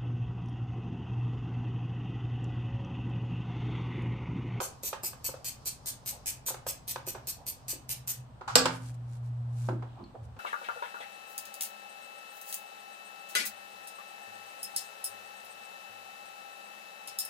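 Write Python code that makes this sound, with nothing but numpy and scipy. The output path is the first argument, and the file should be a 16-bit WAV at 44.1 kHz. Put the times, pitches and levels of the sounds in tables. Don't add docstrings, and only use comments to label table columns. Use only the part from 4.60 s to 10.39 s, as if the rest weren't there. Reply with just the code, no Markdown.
import sys
import numpy as np
from scipy import signal
from scipy.fft import rfft, irfft
from scipy.io import wavfile

SR = 44100
rng = np.random.default_rng(int(sys.argv[2]) if len(sys.argv) > 2 else 0)


def log_audio(samples):
    frames = np.atleast_2d(samples).T
    limited = np.clip(frames, -1, 1)
    pcm = np.round(limited * 32767).astype(np.int16)
    wavfile.write(sys.argv[1], SR, pcm)


N = 255339
TIME = np.arange(N) / SR
EVENT_N = 2 ** 15
EVENT_TIME = TIME[:EVENT_N]

# (start [s], length [s], level [dB], extra ring of its head [dB])
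SWINGS = [(.008, 0.057, -38, 0), (0.2333, 0.061, -35, 7.5), (0.434, 0.048, -33.5, 8),
          (0.6435, 0.039, -32.5, 9), (0.845, 0.05, -36, 2.5), (1.057, 0.039, -33, 5),
          (1.259, .046, -35, -0.5), (1.46, 0.05, -35, 4), (1.659, 0.05, -33, 4.5), (1.8629, .042, -32, 4.5),
          (2.068, 0.042, -34, 7.5), (2.278, 0.044, -34.5, 9.5), (2.467, .04, -36, 6.5),
          (2.671, 0.041, -34.5, 5), (2.866, 0.043, -35.5, 9.5), (3.082, 0.043, -33.5, 8.5),
          (3.292, 0.04, -33.5, 4.5), (3.475, 0.047, -32.5, 5.5)]


def ratchet(slow_hz=215, fast_hz=320, slow_db=-3.5, snap_db=2, ring_db=-20, detune=0.0058):
    # (frequency [Hz], level [dB])
    pawl_tone = [(700, -33), (1900, -11), (2560, -8.5), (3900, -5.5), (4400, 1), (5200, -2.5), (6100, 1.5),
                 (8300, 2.5), (9700, -1), (10300, -1), (11400, -4.5), (12700, -3.5), (13550, -1.5),
                 (14300, -10)]
    # (frequency [Hz], level [dB], fade time [s])
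    head_modes = [(2576, -8.5, 0.058), (2949, -17, 0.073), (4600, -11.5, 0.06), (6340, -12, 0.099),
                  (7820, 1.5, .05), (8580, -3, 0.087), (9440, 6.5, 0.036), (11320, -3.5, 0.066),
                  (13760, 0, 0.0124), (13600, -31, 0.015), (13330, 12.5, 0.033), (13640, 8.5, 0.035)]
    out = np.zeros((2, N))
    size = 4096
    for start, length, db, extra_ring_db in SWINGS:
        swing = np.zeros((2, 2 * size))
        shared_noise = rng.standard_normal((2, size))
        tone = [(hz, band_db + 2 * rng.standard_normal()) for hz, band_db in pawl_tone]
        modes = [(hz * (1 + detune * rng.standard_normal()), mode_db + 2 * rng.standard_normal(), t60)
                 for hz, mode_db, t60 in head_modes]
        ringing = amp(ring_db + extra_ring_db) * ring(modes, spread=0.72)[:, :size]
        chances = rng.standard_normal((32, 2))
        tooth_noises = rng.standard_normal((32, 2, size))
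        s = 0
        for (late, hard), tooth_noise in zip(chances, tooth_noises):
            if s > length:
                break
            speed = np.sin(np.pi / 2 * np.interp(s / length, [0, 0.42, 1], [0, 1, 0]))
            burst = (shared_noise + 0.58 * tooth_noise) * fade(t60=0.023)[:size]
            click = colour(burst, tone) + ringing
            force_db = 2 * hard if s else snap_db
            add(swing, s, click * amp(slow_db * (6 - speed) + force_db))
            teeth_per_s = slow_hz + (fast_hz - slow_hz) * speed
            s += (1 + 0.08 * late) / teeth_per_s
        gain = amp(db) / rms(swing[:, :int(length * SR)])
        add(out, start, gain * swing)
        add(out, start - 0.005, gain * amp(slow_db - 30) * rng.random() * click)
    return room(out, wet_db=-6)


def clank(crack_db=3, ring_db=-26):
    # (time [s], level [dB], treble tilt [dB per octave], fade time [s])
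    blows = [(3.955, -10, 1.5, 0.039), (3.9569, -17.5, 0.5, 0.034), (3.963, -14, -2, 0.031),
             (4.056, -24, -1.5, 0.032)]
    # (frequency [Hz], level [dB])
    steel_tone = [(110, -21), (260, 5), (370, -5.5), (500, 1.5), (1600, -4.5), (1830, -11.5), (3000, -6.5),
                  (3600, -11), (4500, -3), (5300, -1.5), (6150, -14.5), (7400, -2.5), (8650, -8),
                  (10700, -24), (11800, -15.5), (14300, -22)]
    # (frequency [Hz], level [dB], fade time [s])
    engine_modes = [(168, -5.5, 1), (260.8, -1.5, 0.65), (474, -6, 0.36), (725, -2, 0.3), (770, -2.5, 0.3),
                    (973, -8, 0.3), (1156, 0.5, 0.37), (1290, -1.5, 0.3), (1350, 1, 0.14),
                    (1565, -5.5, 0.27), (1652, -2, 0.29), (2430, -6, 0.25), (2690, -2.5, 0.25),
                    (3120, -0.5, 0.056), (3800, -9, 0.22), (4136, 3, 0.095), (4378, -5.5, 0.18),
                    (4629, -4, 0.18), (4990, -3, 0.18), (5229, -1, 0.18), (6190, 2, 0.081),
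                    (7230, -2.5, 0.087), (7700, -6, 0.08)]
    out = np.zeros((2, N))
    for s, db, tilt_db, t60 in blows:
        crack = colour(stereo_noise(EVENT_N, apart_hz=1200) * fade(t60), steel_tone, tilt_db)
        ringing = ring(engine_modes, spread=0.97)
        add(out, s, amp(db) * (amp(crack_db) * crack + amp(ring_db) * ringing))
    return room(pan(out), wet_db=-6)


def bumps(gain_db=1, ring_db=-15, spot_db=1.5, contact_s=0.001):
    # (time [s], level [dB], treble tilt [dB per octave], fade time [s])
    knocks = [(.002, -32.5, 2.5, 0.039), (0.013, -36, -4.5, 0.056), (.232, -47, -8, 0.097),
              (.329, -34, 4, 0.071), (.433, -45.5, -4.5, .075), (.531, -49, 5.5, 0.037),
              (.689, -41.5, -4, 0.028), (0.74, -41.5, -1, 0.039), (1.882, -42, 4, .12),
              (1.905, -41, -2, 0.047), (1.943, -41, 4, 0.029), (2.065, -36.5, 1.5, 0.054),
              (2.359, -34.5, 3.5, 0.031), (2.474, -41.5, -7, 0.035), (2.548, -42, 0.5, 0.15),
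              (3.128, -51, -8, 0.069), (3.81, -46.5, 0.5, .08), (3.877, -41.5, 7, 0.3),
              (4.0561, -23.5, 4.5, 0.057), (4.0612, -34.5, 4, 0.091), (5.087, -31, -1.5, 0.05),
              (5.223, -44.5, -1.5, 0.093), (5.551, -47, -7, 0.034), (5.765, -53.5, 1, .066)]
    # (frequency [Hz], level [dB])
    cover_tone = [(100, -25), (250, -19.5), (380, 3.5), (520, -0.5), (700, 0.5), (930, 4.5), (1150, -3),
                  (1650, -8), (1900, -14), (3500, -20.5), (7000, -30.5), (14000, -54.5)]
    # (frequency [Hz], level [dB], fade time [s])
    cover_modes = [(370, -6, 0.029), (518, 5.5, 0.1), (557, 4.5, 0.069), (868, -5.5, 0.043),
                   (938, -4.5, 0.051), (1227.5, 7.5, 0.03), (1327, -2.5, 0.066), (1508, -1, 0.059),
                   (1630, -9, 0.068)]
    out = np.zeros((2, N))
    push = 1 - np.exp(-EVENT_TIME / contact_s)
    nudges = [(start, -59.5 + 0.5 * rng.standard_normal(), -4.5, 0.13) for start, *_ in SWINGS]
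    for s, db, tilt_db, t60 in nudges + knocks:
        modes = [(hz, mode_db + tilt_db * np.log2(hz / 800) + spot_db * rng.standard_normal(), decay)
                 for hz, mode_db, decay in cover_modes]
        thud = colour(stereo_noise(EVENT_N, apart_hz=1886) * fade(t60), cover_tone, tilt_db)
        knock = push * (thud + amp(ring_db) * ring(modes, spread=0.92))
        add(out, s, knock * amp(db + gain_db) / rms(knock[:, :int(0.009 * SR)]))
    return room(pan(out), wet_db=-7.5)


def rough_bursts(grain_hz=350):
    # (start [s], length [s], level [dB], centre frequency [Hz])
    bursts = [(.019, 0.077, -54, 644), (1.519, 0.057, -50.5, 640), (2.761, 0.081, -55.5, 670),
              (3.128, 0.053, -49.5, 316), (3.808, 0.02, -48, 1090), (3.875, 0.037, -32.5, 1030),
              (4.06, 0.016, -34.5, 1190), (5.08, 0.079, -36.5, 274), (5.239, 0.29, -72, 3100),
              (5.354, 0.085, -53.5, 848), (5.381, 0.07, -47.5, 265), (5.54, 0.042, -48, 600),
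              (5.601, 0.17, -47, 80.6)]
    out = np.zeros((2, N))
    for s, length, db, hz in bursts:
        roughness = grains(EVENT_N, hold=int(SR / grain_hz), scatter_db=4)
        arch = np.sqrt(np.abs(np.sin(np.pi * np.minimum(EVENT_TIME / length, 1))))
        noise = band(stereo_noise(EVENT_N, apart_hz=1510) * roughness, hz, width_hz=0.58 * hz)
        add(out, s, amp(db) * arch * unit(noise))
    return room(pan(out), wet_db=-7)


def hum(growth_db_per_s=13, octave_db=-29, idle_db=-58, waver_db=-26):
    # (start [s], hold [s], level at the end of the hold [dB], fall [s])
    swells = [(3.26, 0.14, -50, 0.024), (3.542, 0.087, -48.5, 0.12), (3.941, 1.123, -32, 0.18),
              (5.62, 0.061, -44.5, 0.033)]
    # (time [s], pitch [Hz])
    pitch_path = [(3.3, 126.7), (4.15, 121.1), (4.8, 119.9), (5.25, 120.2), (5.62, 116.6), (5.75, 111)]
    phase = 2 * np.pi * np.cumsum(np.interp(TIME, *np.transpose(pitch_path))) / SR
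    waver = unit(colour(rng.standard_normal(N), [(10, -8), (20, -23), (60, -95)]))
    gain = amp(idle_db) * waver
    for s, hold, db, fall in swells:
        growing = amp(db - growth_db_per_s * np.maximum(s + hold - TIME, 0))
        gain += swell(s, rise=0.034, fall=fall, hold=hold) * (growing + amp(db + waver_db) * waver)
    return np.sqrt(2) * gain * (np.sin(phase) + amp(octave_db) * np.sin(2 * phase))


def sleeves(gain_db=-1):
    # (time of top speed [s], level [dB], rise [s], fall [s])
    strokes = [(4.14, -49, .025, 0.039), (4.28, -55.5, 0.083, 0.041), (4.345, -63.5, 0.0093, 0.016),
               (4.55, -62.5, 0.067, 0.035), (4.665, -65, 0.03, 0.027), (5.04, -55.5, 0.088, 0.081),
               (5.648, -65.5, 0.019, .015)]
    # (frequency [Hz], level [dB])
    cloth_tone = [(880, -12.5), (1500, -3.5), (1960, -12), (2300, -7.5), (2920, -11), (3180, -10),
                  (8520, -6.5), (14500, -21)]
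    speed = sum(amp(db + gain_db) * swell(s, rise, fall) for s, db, rise, fall in strokes)
    catches = grains(N, hold=64, scatter_db=3)
    return speed * unit(colour(stereo_noise(N) * catches, cloth_tone))


def tink(at_s=5.44, level_db=-60):
    # (frequency [Hz], level [dB], fade time [s])
    handle_modes = [(4230, 0, 0.052), (4270, 5, 0.042), (4530, 2.5, 0.061)]
    out = np.zeros((2, N))
    add(out, at_s, amp(level_db) * ring(handle_modes))
    return room(out, wet_db=-7)


def socket(level_db=-70, after_s=0.11):
    turning = sum(amp(level_db + 4 * rng.standard_normal()) * swell(s + after_s, rise=0.027, fall=0.04)
                  for s, *_ in SWINGS[:-1])
    roughness = grains(N, hold=128, scatter_db=4)
    return turning * unit(band(stereo_noise(N) * roughness, hz=4800, width_hz=4500))


def air(rumble_db=-54.5, rustle_db=-61):
    # (frequency [Hz], level [dB])
    rumble_tone = [(15, -9), (25, -18), (54, 1.5), (129, -0.5), (187, -8), (257, -6.5), (335, -18.5),
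                   (781, -12), (2250, -32), (3010, -31.5), (6850, -42), (8470, -38), (10700, -56),
                   (14000, -46.5)]
    rustle_tone = [(60, -10), (200, -11.5), (500, -9), (1100, -8), (2000, -35), (5000, -18), (14000, -38)]
    effort = np.interp(TIME, [0, 2.9, 3.7], [0.93, 0.67, 0])
    rustle = colour(stereo_noise(N), rustle_tone)
    uneven = amp(3 * np.interp(TIME, np.linspace(0, TIME[-1], 80), rng.standard_normal(80)))
    rumble = unit(colour(stereo_noise(N, bass_width=0.33), rumble_tone))
    return amp(rumble_db) * rumble + amp(rustle_db) * effort * uneven * rustle


def room(x, wet_db, build_s=0.0093):
    # (frequency [Hz], fade time [s])
    echo_times = [(100, 0.69), (400, 0.31), (1500, 0.36), (4500, 0.26), (8000, 0.21), (11000, 0.18),
                  (14000, 0.15)]
    hz, s, spectrum = signal.stft(stereo_noise(EVENT_N, apart_hz=800), SR)
    t60 = np.interp(hz, *np.transpose(echo_times))
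    spectrum *= np.exp(-np.log(1000) * s / t60[:, None])
    tail = signal.istft(spectrum, SR)[1][:, :EVENT_N]
    tail *= 1 - np.exp(-(EVENT_TIME / build_s) ** 2)
    tail /= np.sqrt(np.sum(tail ** 2) / 2)
    return x + amp(wet_db) * signal.fftconvolve(x, tail, axes=1)[:, :N]


def ring(modes, spread=0.85):
    out = 0
    for hz, db, t60 in modes:
        phase = spread * rng.uniform(-0.76, 1, (2, 1)) * min(hz / 1000, 2)
        out = out + amp(db) * fade(t60) * np.sin(2 * np.pi * hz * EVENT_TIME + phase)
    return out


def stereo_noise(size, apart_hz=900, bass_width=0.16):
    mid, side = rng.standard_normal((2, size))
    width = np.clip(np.fft.rfftfreq(size, 1 / SR) / apart_hz, bass_width, 1)
    side = irfft(rfft(side) * width, size)
    return unit(mid + side * np.array([[1], [-1]]))


def colour(x, tone, tilt_db=0):
    size = x.shape[-1]
    octave = np.log2(np.maximum(np.fft.rfftfreq(size, 1 / SR), 10))
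    hz, db = np.transpose(tone)
    tilt = tilt_db * np.clip(octave, np.log2(200), np.log2(8000))
    gain = unit(amp(np.interp(octave, np.log2(hz), db) + tilt))
    cepstrum = irfft(np.log(gain), size)
    cepstrum[1:size // 2] *= 2
    cepstrum[size // 2 + 1:] = 0
    return irfft(rfft(x) * np.exp(rfft(cepstrum)), size)


def band(x, hz, width_hz):
    low = np.sqrt(hz ** 2 + (width_hz / 2) ** 2) - width_hz / 2
    return signal.sosfilt(signal.butter(3, [low, low + width_hz], "bandpass", fs=SR, output="sos"), x)


def grains(size, hold, scatter_db):
    return amp(scatter_db * np.repeat(rng.standard_normal(size // hold + 1), hold)[:size])


def swell(start, rise, fall, hold=0):
    early = np.maximum(start - TIME, 0)
    late = np.maximum(TIME - start - hold, 0)
    return np.exp(-(early / rise) ** 2 - (late / fall) ** 2)


def fade(t60):
    return np.exp(-np.log(1000) * EVENT_TIME / t60)


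def pan(x, left_db=-1.5):
    return x * amp([[left_db / 2], [-left_db / 2]])


def add(out, s, x):
    i = max(int(s * SR), 0)
    out[:, i:i + x.shape[1]] += x[:, :N - i]


def amp(db):
    return 10 ** (np.asarray(db) / 20)


def rms(x):
    return np.sqrt(np.mean(x ** 2))


def unit(x):
    return x / rms(x)


def scene():
    return ratchet() + socket() + bumps() + rough_bursts() + clank() + tink() + hum() + sleeves() + air()


def record(dry):
    treble_cut = signal.ellip(8, 0.2, 60, 14300, fs=SR, output="sos")
    return signal.sosfilt(treble_cut, np.clip(dry, -0.85, 0.85))


dry = scene()
out = record(dry)
log_audio(out)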